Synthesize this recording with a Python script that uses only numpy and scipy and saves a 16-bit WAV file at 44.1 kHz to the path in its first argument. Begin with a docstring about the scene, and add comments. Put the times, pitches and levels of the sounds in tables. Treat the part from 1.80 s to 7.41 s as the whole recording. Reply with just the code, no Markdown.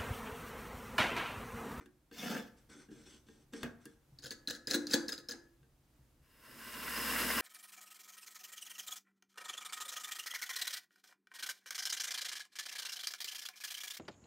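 """A wooden handle scrapes along a threaded brass shaft and knocks home: filtered grains and ringing modes.
A flicked steel nut ticks and chatters on the thread, and each hit rings and bends the shaft.
Then a lathe swells in: sandpaper rasps as filtered grains over bearing rumble and a sine motor hum.
A small workshop adds close reflections and a short tail, over faint air noise.
"""
import sys
import numpy as np
from scipy import signal
from scipy.fft import rfft, irfft
from scipy.io import wavfile
from scipy.ndimage import uniform_filter1d, map_coordinates

SR = 44100
rng = np.random.default_rng(int(sys.argv[2]) if len(sys.argv) > 2 else 0)


def generate_wav(signal):
    """Clip the signal to [-1, 1] and save it as 16-bit WAV at the path in sys.argv[1]."""
    frames = np.transpose(np.atleast_2d(signal))
    scaled = np.clip(frames, -1, 1) * 32767
    pcm = np.round(scaled).astype(np.int16)
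    wavfile.write(sys.argv[1], SR, pcm)


N = 247401
T = np.arange(N) / SR  # s


def handle():
    """The bore scrapes along the thread, skin drags on the wood, and the handle knocks on the shaft."""
    return sliding_bore() + finger_rubs() + handle_knocks() + thread_snaps() + bed_thuds()


# one push: the scrape builds, sags a little and stops (times and sag before the curve is bent)
SLIDE_S, SLIDE_END_S, SLIDE_ATTACK_S, SLIDE_RELEASE_S = 0.31, 0.57, 0.14, 0.057
SLIDE_SAG_DB_PER_S, SLIDE_CURVE = 17, 1.16
# the handle grinds against the shoulder as it seats
SEAT_S, SEAT_RISE_S, SEAT_FALL_S = 1.835, 0.0019, 0.031


def push():
    """Gains of scrape and hollow bore: the bore speaks louder the deeper the shaft goes, then dies away."""
    movement = stroke(SLIDE_S, SLIDE_END_S, SLIDE_ATTACK_S, SLIDE_RELEASE_S, SLIDE_SAG_DB_PER_S)
    rough = amp(-41.5) * movement ** SLIDE_CURVE
    # 11 dB over the scrape gain at the end of the push, 70 dB less for each second away from it
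    bore = rough * amp(11 - 70 * np.abs(SLIDE_END_S - T))
    seat = swell(SEAT_S, 0, SEAT_RISE_S, SEAT_FALL_S)
    return rough + amp(-55) * seat, bore + amp(-38) * seat


# spectrum of wood scraping on the thread: f/Hz, level/dB
SCRAPE_COLOUR = [(1120, -14), (1900, -17), (2080, -6.5), (3420, -5), (4020, -11), (4980, -6.5),
                 (6220, -10.5), (9890, -20), (14800, -14.5), (16000, -13.5)]
# spectrum of the hollow bore: f/Hz, level/dB
BORE_COLOUR = [(65, -48), (110, -27), (175, -4.5), (219, 2.5), (372, -13), (465, -3), (606, -15.5),
               (730, -8.5), (780, -23), (844, -11.5), (1030, -21.5), (1380, -14.5), (1680, -9.5),
               (1820, -19), (2600, -22), (3380, -41), (5720, -120)]


def sliding_bore():
    """Sliding wood catches on the thread in tiny contacts, heard as a scrape and a hollow drone."""
    rough, bore = push()
    catching = amp(1.2 * walk(89.5))
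    scrape_contacts = catching * wander(grains(6000, 2.4), patchy_db=2.8)
    scrape = rough * amp(-3) * through(scrape_contacts, response(SCRAPE_COLOUR))
    drone_contacts = catching * wander(grains(2000, 2.3), patchy_db=2.0)
    drone = bore * amp(-3.5) * through(drone_contacts, response(BORE_COLOUR))
    return scrape + drone


# fingers rub and turn the handle, one row a stroke, before each layer's trim:
# t/s, length/s, skin hiss level/dB, dragging scuff level/dB, hollow wood level/dB
RUBS = [(0.0, 0.0073, -74, -55.5, -50), (0.765, 0.016, -70.5, -83, -77), (0.887, .14, -63, -58.5, -54),
        (1.101, .14, -67, -67.5, -56), (1.252, .11, -62.5, -67.5, -59.5), (1.458, 0.16, -72.5, -78, -60.5),
        (1.722, 0.099, -57, -57, -46.5), (2.001, 0.13, -74.5, -73, -77)]
RUB_ATTACK_S, RUB_RELEASE_S, RUB_SAG_DB_PER_S = .012, 0.028, 20


def fingers():
    """Gains of skin hiss, scuff and hollow wood: a stroke takes hold quickly, eases and lets go."""
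    layers = np.zeros((3, N))
    for s, length, *dbs in RUBS:
        movement = stroke(s, s + length, RUB_ATTACK_S, RUB_RELEASE_S, RUB_SAG_DB_PER_S)
        layers += np.outer(amp(dbs), movement)
    return layers


# spectrum of skin on wood: f/Hz, level/dB
SKIN_COLOUR = [(1410, -37.5), (2400, 3), (3320, 3), (4680, -2.5), (5930, -6), (6740, -13.5), (7650, 2),
               (9180, -12), (9940, -15), (16000, -58)]
# broad hiss bands of skin on the hollow handle: f/Hz, t60/s, level/dB
SKIN_MODES = [(2380, .01, 10.5), (3460, 0.025, 0), (4230, 0.001, -35.5), (5730, 0.016, 9), (6180, 0.016, 6),
              (7480, 0.0087, -1), (8670, 0.024, 2)]
# modes of the handle on its shaft, also heard in the knocks: f/Hz, t60/s, level/dB
HANDLE_MODES = [(232.7, 0.13, 1), (298, 0.065, 6), (363, 0.1, -0.5), (456, 0.16, -5), (780, 0.062, -13)]


def finger_rubs():
    """Skin sticks and slips in fine contacts that brush, scuff and excite the hollow wood."""
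    skin, drag, hollow = fingers()
    friction = amp(1.0 * walk(45)) * wander(grains(8000, 2.8), patchy_db=1.5)
    brush = amp(-3.0) * through(skin * friction, response(SKIN_COLOUR))
    brush += amp(-5.5) * through(skin * friction, ring(SKIN_MODES))
    scuff_modes = [(1160, 0.0026, -14.0), (1518, 0.021, 5.0), (2030, 0.0026, 13)]  # f/Hz, t60/s, level/dB
    scuff = amp(-6.0) * through(drag * friction, ring(scuff_modes, low_hz=780))
    body = hollow * amp(-6.5) * through(grains(900, 1.5), ring(HANDLE_MODES))
    return brush + scuff + body


# the handle knocks on the shaft: t/s, wooden thud level/dB, hardness as click level over thud/dB
KNOCKS = [(0.011, -57, -10), (.059, -53.5, -1), (0.313, -49, -2.5), (0.898, -60.5, 5), (1.086, -47.5, -21),
          (1.114, -44.5, -34), (1.159, -52.5, -19), (1.264, -52.5, -12), (1.486, -51, -3),
          (1.735, -39.5, -1.5), (1.831, -35, 5.5), (2.056, -44.5, -4.5), (3.83, -63.5, -1)]
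# higher modes of the shaft, damped by the wood: f/Hz, t60/s, level/dB
DAMPED_SHAFT_MODES = [(1666, 0.14, -9), (1609, 0.046, 11.5), (1806, 0.2, -10.5), (2760, 0.033, 4.5),
                      (3360, 0.17, -17.5)]
# spectrum of the contact click: f/Hz, level/dB
CLICK_COLOUR = [(250, -5), (450, -14.5), (1100, -7.5), (1600, -2.5), (2400, -16), (3400, -7.5),
                (7000, -21.5), (16000, -26)]


def handle_knocks():
    """Each knock thuds in the wood, clicks at the contact and rings the shaft, more so when harder."""
    s, thud_db, hardness_db = np.transpose(KNOCKS)
    ring_db = thud_db - 5.5 + 0.36 * hardness_db
    thuds = knock(s, thud_db, HANDLE_MODES, detune=0.021, vary_db=4.0, contact_s=0.008)
    rings = knock(s, ring_db, DAMPED_SHAFT_MODES, detune=0.014, vary_db=0.0, contact_s=0.0061)
    # each contact crunches for a few milliseconds
    burst = rng.standard_normal(N) * np.exp(-T / 0.0031)
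    crunch = through(burst, response(CLICK_COLOUR))[:SR // 10]
    return thuds + rings + strike(s, thud_db + hardness_db, crunch)


# the bore slips over a thread crest: t/s, peak level/dB
SNAPS = [(.059, -56), (1.736, -61), (1.837, -48), (2.055, -39)]


def thread_snaps():
    """Slipping over a thread crest gives a dry snap of bright, quickly fading noise."""
    burst = rng.standard_normal(N) * np.exp(-T / 0.0022)
    return strike(*np.transpose(SNAPS), highpass(burst, 2500)[:SR // 10])


# pushes that shake the lathe bed: t/s, peak level/dB
THUDS = [(1.831, -45.5), (2.324, -55.5), (2.441, -52.5), (2.873, -52), (3.811, -63), (4.192, -60.5),
         (4.401, -62)]
# modes of the bed: f/Hz, t60/s, level/dB
BED_MODES = [(68.4, 0.16, -3.5), (99, 0.88, -9.5), (130, 0.16, 3)]


def bed_thuds():
    """A push sets the heavy bed ringing in a few low modes."""
    return strike(*np.transpose(THUDS), ring(BED_MODES, low_hz=55))


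# the flicked nut ticks on the thread and chatters on: t/s, tick peak level/dB, chatter level/dB
TICKS = [(2.387, -44, -67), (2.422, -52, -56), (2.438, -39.5, -51), (2.458, -38, -46), (2.507, -31, -45),
         (2.674, -25, -42.5), (2.699, -30, -43.5), (2.732, -42.5, -57), (2.75, -37.5, -53.5),
         (2.8716, -25.5, -42.5), (2.897, -43.5, -43), (2.9102, -19.5, -44), (2.934, -33, -44),
         (3.069, -28.5, -50), (3.097, -42.5, -47.5), (3.111, -29.5, -49), (3.135, -19, -46),
         (3.282, -27.5, -41.5), (3.321, -30, -44.5), (3.378, -37, -54.5), (3.486, -31.5, -43),
         (3.51, -32, -50.5)]
# firm flicks throw the nut into a rattle: t/s, rattle level/dB, bend level/dB, shudder level/dB
THROWS = [(2.947, -27.5, -26.5, -43.5), (3.141, -28, -23.5, -36), (3.525, -65, -45.5, -53)]
CHATTER_RISE_S, CHATTER_FALL_S = 0.0089, .012
THROW_RISE_S, THROW_FALL_S = .006, 0.0084


def nut_force():
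    """Gain of the nut's contacts: it builds just after each tick, peaks at each throw and dies away."""
    force = np.zeros(N)
    for s, _, db in TICKS:
        force += amp(db) * stroke(s, s + CHATTER_RISE_S, CHATTER_RISE_S, CHATTER_FALL_S)
    for s, rattle_db, _, _ in THROWS:
        force += swell(s, rattle_db, THROW_RISE_S, THROW_FALL_S)
    return force


# modes of the nut: f/Hz, t60/s, level/dB
NUT_MODES = [(4190, 0.012, -1), (4665, 0.0089, 2.5), (4994, 0.028, -6), (5900, 0.0058, -0.5),
             (6950, 0.012, -12.5), (10260, 0.011, -21.5)]
# the brass shaft rings under the nut: f/Hz, t60/s, level/dB
SHAFT_MODES = [(342, 1, -10.5), (447, .15, -13), (1293, 0.51, -6), (1590, .14, -10), (1700, 0.18, 9.5),
               (1676, .08, -5.5), (4040, 0.18, -3.5), (4015, .2, -17.5), (4560, 0.057, -8), (4500, .07, 2),
               (6374, 0.11, -22), (7240, 0.055, -6.5), (10410, 0.058, 4), (10820, .1, -10)]
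# spectrum of the chatter: f/Hz, level/dB
CHATTER_COLOUR = [(290, -14), (500, -0.5), (640, -18), (1090, -26), (1690, -1.5), (2260, -19), (3440, -12),
                  (3860, -6), (5970, -17.5), (6230, -8), (8330, -19), (10200, -20), (14500, -29),
                  (16000, -19)]


def nut():
    """Each flick ticks the loose nut on the thread; it chatters as it spins and sets the shaft ringing."""
    s, tick_db, _ = np.transpose(TICKS)
    ticks = knock(s, tick_db, NUT_MODES, detune=0.028, vary_db=5.5, contact_s=0.0015)
    pings = amp(-24.5) * knock(s, tick_db, SHAFT_MODES, detune=.01, vary_db=1.5, contact_s=.004)
    # steel meets brass with a brief broad click
    burst = rng.standard_normal(N) * np.exp(-T / .002)
    clicks = strike(s, tick_db - 12.0, highpass(burst, 2000)[:SR // 10])
    force = nut_force()
    contacts = force * amp(2.4 * walk(300)) * wander(grains(6000, 1.6), patchy_db=3.0)
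    chatter = amp(1.5) * through(contacts, response(CHATTER_COLOUR))
    # the harder the nut is thrown, the more treble in its contacts
    zing = amp(-12.0) * highpass(contacts * np.sqrt(force / force.max()), 6000)
    shaft = amp(-12.0) * through(contacts, ring(SHAFT_MODES))
    return highpass(ticks + clicks + pings + chatter + zing + shaft + shaft_shudder(), 200) + shaft_bumps()


# spectrum of the shaft shuddering in the chuck: f/Hz, level/dB
SHUDDER_COLOUR = [(110, -38.5), (190, -17.5), (312, -3.5), (359, -7.5), (402, -13), (473, -23.5),
                  (639, -27), (833, -19), (1070, -27.5), (1420, -23.5), (1550, -22), (1910, -26.5),
                  (3000, -35), (3900, -67.5), (6600, -120)]


def shaft_shudder():
    """The shaft shudders in the chuck just after a throw, as a short burst of coloured grains."""
    lag_s, rise_s, fall_s = 0.012, .006, 0.033
    shaking = sum(swell(s + lag_s, db, rise_s, fall_s) for s, _, _, db in THROWS)
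    return through(shaking * grains(1700, 1.2), response(SHUDDER_COLOUR))


# bending modes of the loaded shaft: f/Hz, t60/s, level/dB
BEND_MODES = [(247.5, 0.11, 1), (280.2, 0.11, 5), (295, 0.46, -4), (335.5, 0.69, -8.5), (470, 0.17, -7)]


def shaft_bumps():
    """Ticks and throws bend the loaded shaft, which rings low."""
    s, tick_db, _ = np.transpose(TICKS)
    throw_s, _, bend_db, _ = np.transpose(THROWS)
    times = np.append(s + .003, throw_s)  # a tick's bump lags it by 3 ms
    levels_db = np.append(tick_db - 16.5, bend_db)
    return knock(times, levels_db, BEND_MODES, detune=0.0013, vary_db=3.5, contact_s=0.0036)


# the sanding swells in, before each layer's trim: t/s, level/dB
SANDING = [(4.41, -105), (4.422, -78.5), (4.718, -57), (5.172, -41), (5.354, -37), (5.6, -37)]
MOTOR_HZ = 59.2


def lathe():
    """Sandpaper, rumble and motor hum share one swell; the paper's bites have their own times and levels."""
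    swelling = gains(SANDING)[0]
    motor = amp(-19) * swelling * unit(np.sin(2 * np.pi * MOTOR_HZ * T))
    return swelling * sandpaper() + paper_bites() + amp(-8) * swelling * bearings(), motor


# spectrum of the rasp: f/Hz, level/dB
RASP_COLOUR = [(440, -37), (750, -18.5), (1030, 2.5), (1240, -4.5), (1540, 2), (1910, -2.5), (2350, -5),
               (2800, -3), (3220, -8), (4350, -11), (5240, -9), (5650, -13.5), (7000, -17), (9100, -36.5),
               (15400, -120)]
# modes of the sanded workpiece: f/Hz, t60/s, level/dB
WORKPIECE_MODES = [(919, 0.12, -12), (1049, 0.069, -0.5), (1347, 0.12, -6), (1560, 0.23, -7.5),
                   (1639, 0.1, -4.5), (1820, 0.12, -6), (1968, 0.15, -5), (2740, 0.067, -17),
                   (2750, 0.087, -5), (2845, 0.073, -2)]
# spectrum of the grit hiss: f/Hz, level/dB
GRIT_COLOUR = [(3240, -26), (5500, -6.5), (7320, -5), (7970, 0), (8600, -1.5), (9360, -1.5), (12300, 2),
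               (14000, -3), (15200, -1), (16000, -2.5)]
TURN_HZ, SING_HZ = 14.5, 5088


def sandpaper():
    """Dense grit contacts rasp and hiss, ring the workpiece and make the strip sing in a thin band."""
    # the paper's pressure throbs with each turn and wavers with the hand
    pressure_db = 0.19 * np.sin(2 * np.pi * TURN_HZ * T) + 1.1 * walk(50)
    tearing = amp(-2 + pressure_db) * through(grains(7000, 2.4), response(RASP_COLOUR))
    pressed_grains = amp(pressure_db) * grains(5000, 2.1)
    ringing = amp(-7) * through(pressed_grains, ring(WORKPIECE_MODES, low_hz=875))
    flutter = amp(-13.5 + 2.2 * walk(60))
    singing = flutter * through(grains(5000, 3.1), ring([(SING_HZ, .045, 0)]))
    hiss = amp(2.0 + 0.43 * pressure_db) * through(grains(25000, 1.1), response(GRIT_COLOUR))
    return tearing + ringing + singing + amp(-5) * hiss


# the paper bites harder: t/s, level/dB
BITES = [(4.96, -48), (5.08, -39), (5.199, -45), (5.363, -36), (5.435, -34.5), (5.505, -32.5)]


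def paper_bites():
    """Each bite swells and fades in grains that excite two short modes."""
    bite_modes = [(1600, 0.0076, 0), (1957, 0.015, -1)]  # f/Hz, t60/s, level/dB
    pressure = sum(swell(s, db, 0.0086, 0.0086) for s, db in BITES)
    return pressure * through(grains(6000, 1.6), ring(bite_modes))


# spectrum of the rumble: f/Hz, level/dB
RUMBLE_COLOUR = [(59, -35), (100, -21.5), (145, -9), (178, -15.5), (227, 0), (263, -5.5), (292, -7),
                 (318, -9.5), (413, -9), (454, -12), (638, -11.5), (766, -21.5), (800, -23), (1040, -31),
                 (1760, -120)]
# droning modes of the headstock: f/Hz, t60/s, level/dB
HEADSTOCK_MODES = [(218.7, 0.15, -4), (232.5, 0.25, 2), (294.4, 0.25, -8), (469, 0.17, 4)]


def bearings():
    """Rolling noise wavers and rumbles; grains keep the headstock droning."""
    rolling = amp(1.5 * walk(25)) * rng.standard_normal(N)
    rumble = amp(-0.5) * through(rolling, response(RUMBLE_COLOUR))
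    return rumble + amp(-10) * through(grains(2000, 2), ring(HEADSTOCK_MODES))


def workshop(x, wet_db, side_db, comb_db, pan_db, low_t60=0.49, high_t60=0.32, spread_s=0.024):
    """The room's tail, shorter in the treble, and early reflections from left and right."""
    t = T[:SR * 3 // 4]
    noise = rng.standard_normal((2, len(t)))
    low = signal.sosfilt(signal.butter(2, 2200, fs=SR, output="sos"), noise)
    high = signal.sosfilt(signal.butter(1, [2200, 9000], "bandpass", fs=SR, output="sos"), noise)
    tail = (low * amp(-60 * t / low_t60) + high * amp(-60 * t / high_t60)) * (t > .006)
    mid, side = (amp(wet_db) * through(x, h) for h in tail)
    early = rng.standard_normal(len(t)) * np.exp(-t / spread_s)
    # hard machine faces close by comb the treble
    faces = rng.standard_normal(len(t)) * np.exp(-t / 0.0076) * (t > .001)
    mid = mid + amp(comb_db) * highpass(through(x, faces), 1200)
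    # the two capsules sit close together: bass reaches both alike
    side = highpass(amp(-8.5) * side + amp(side_db) * through(x, early), 230)
    return np.array([amp(pan_db / 2) * (x + mid + side), amp(-pan_db / 2) * (x + mid - side)])


# spectrum of the air noise: f/Hz, level/dB
FLOOR_COLOUR = [(15, -32.5), (25, -8.5), (76, -6.5), (102, -16), (134, -3.5), (195, -20), (293, -15),
                (405, -23.5), (2690, -35.5), (2910, -35.5), (4250, -37), (14800, -39), (16000, -44)]


def room_tone():
    """Low, slowly wavering air noise with a faint hiss."""
    mid, side = (through(rng.standard_normal(N), response(FLOOR_COLOUR)) for _ in range(2))
    side = amp(-5.5) * highpass(side, 500, order=1)
    return amp(-69.5 + 1.1 * walk(6)) * np.array([mid + side, mid - side])


def amp(db):
    """Decibels to gain."""
    return 10 ** (np.asarray(db) / 20)


def unit(x):
    """Scale to rms 1."""
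    return x / np.sqrt(np.mean(x ** 2))


def gains(table):
    """One smoothed gain curve for each dB column, near silent before the table begins."""
    s, *columns = np.transpose(table)
    return [uniform_filter1d(amp(np.interp(T, s, c, left=-140)), size=400) for c in columns]


def response(points):
    """Causal (minimum-phase) impulse response of unit energy with the given f/Hz, level/dB spectrum."""
    hz, db = np.transpose(points)
    size = 8192
    bins = np.maximum(np.fft.rfftfreq(size, 1 / SR), 1)
    spectrum_db = np.interp(np.log(bins), np.log(hz), db)
    # folding the cepstrum forward in time makes the response causal
    cepstrum = irfft(np.log(amp(spectrum_db)))
    cepstrum[1:size // 2] *= 2
    cepstrum[size // 2 + 1:] = 0
    h = irfft(np.exp(rfft(cepstrum)))
    return h / np.linalg.norm(h)


def ring(modes, low_hz=185):
    """Impulse response of decaying modes, peak 1; small parts radiate no deep bass."""
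    t = T[:SR // 3]
    h = sum(amp(db - 60 * t / t60) * np.sin(2 * np.pi * hz * t) for hz, t60, db in modes)
    h = highpass(h, low_hz, order=4)
    return h / np.abs(h).max()


def through(x, h):
    """Send x through a body with impulse response h, keeping the power of white noise."""
    return signal.oaconvolve(x, h / np.linalg.norm(h))[:N]


def strike(times, dbs, h):
    """Sound the response h at each time with the given peak level."""
    out = np.zeros(N + len(h))
    for s, db in zip(times, dbs):
        start = int(s * SR)
        out[start:start + len(h)] += amp(db) * h / np.abs(h).max()
    return out[:N]


def knock(times, dbs, modes, detune, vary_db, contact_s):
    """Every blow lands on another spot and with another grip: its modes shift in pitch and strength."""
    out = np.zeros(N)
    hz, t60, mode_db = np.transpose(modes)
    for s, db in zip(times, dbs):
        shift, strength = rng.standard_normal((2, len(hz)))
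        h = ring(zip(hz * (1 + detune * shift), t60, mode_db + vary_db * strength))
        # the ring builds up while the parts stay in touch
        build_up = 1 - np.exp(-T[:len(h)] / contact_s)
        out += strike([s], [db], h * build_up)
    return out


def grains(rate, spread_db):
    """Tiny random contacts, about `rate` a second, of uneven size and either sign, rms 1."""
    chance = rng.random(N)
    size = np.minimum(rng.exponential(size=N), 4)
    sign = np.sign(rng.standard_normal(N))
    return unit((chance < rate / SR) * amp(spread_db * size) * sign)


def walk(rate):
    """Random curve joining `rate` points a second by straight lines, spread near 1."""
    return np.interp(T * rate, np.arange(4096), rng.standard_normal(4096)) * np.sqrt(1.5)


def wander(x, patchy_db, span_s=.025, span_hz=170):
    """The point of contact keeps moving, so narrow bands flare and fade each on their own."""
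    hz, t, z = signal.stft(x, SR, nperseg=512, noverlap=384)
    rows, columns = np.meshgrid(hz / span_hz, t / span_s, indexing="ij")
    field = map_coordinates(rng.standard_normal((256, 1024)), [rows, columns], order=1, mode="wrap")
    patches = unit(amp(patchy_db * unit(field)))
    return signal.istft(z * patches, SR, nperseg=512, noverlap=384)[1][:N]


def swell(s, db, rise, fall):
    """A gain that grows towards time s and dies away after it."""
    return amp(db) * np.exp(-np.maximum((s - T) / rise, (T - s) / fall))


def stroke(s, end, attack, release, sag_db=0):
    """Gain of one movement: it builds from time s, sags by sag_db a second and dies away after its end."""
    age = np.maximum(T - s, 0)
    fade = np.exp(-np.maximum(T - end, 0) / release)
    return np.minimum(age / attack, 1) * amp(-sag_db * age) * fade


def highpass(x, hz, order=2):
    """Take out the bass below hz."""
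    return signal.sosfilt(signal.butter(order, hz, "highpass", fs=SR, output="sos"), x)


def scene():
    """Handle, nut and sanding in the workshop, with the motor hum and the room tone added directly."""
    sanding, hum = lathe()
    handle_in_room = workshop(handle(), wet_db=-13, side_db=-11.0, comb_db=-7, pan_db=0.55)
    nut_in_room = workshop(nut(), wet_db=-12.5, side_db=-12.5, comb_db=-15.5, pan_db=1.36)
    sanding_in_room = workshop(sanding, wet_db=-16.5, side_db=-10.5, comb_db=-18.0, pan_db=0.1)
    return handle_in_room + nut_in_room + sanding_in_room + hum + room_tone()


def record(dry):
    """A steep low-pass cuts the top above 15.8 kHz."""
    return signal.sosfilt(signal.ellip(10, .2, 70, 15800, fs=SR, output="sos"), dry)


dry = scene()
out = record(dry)
generate_wav(out)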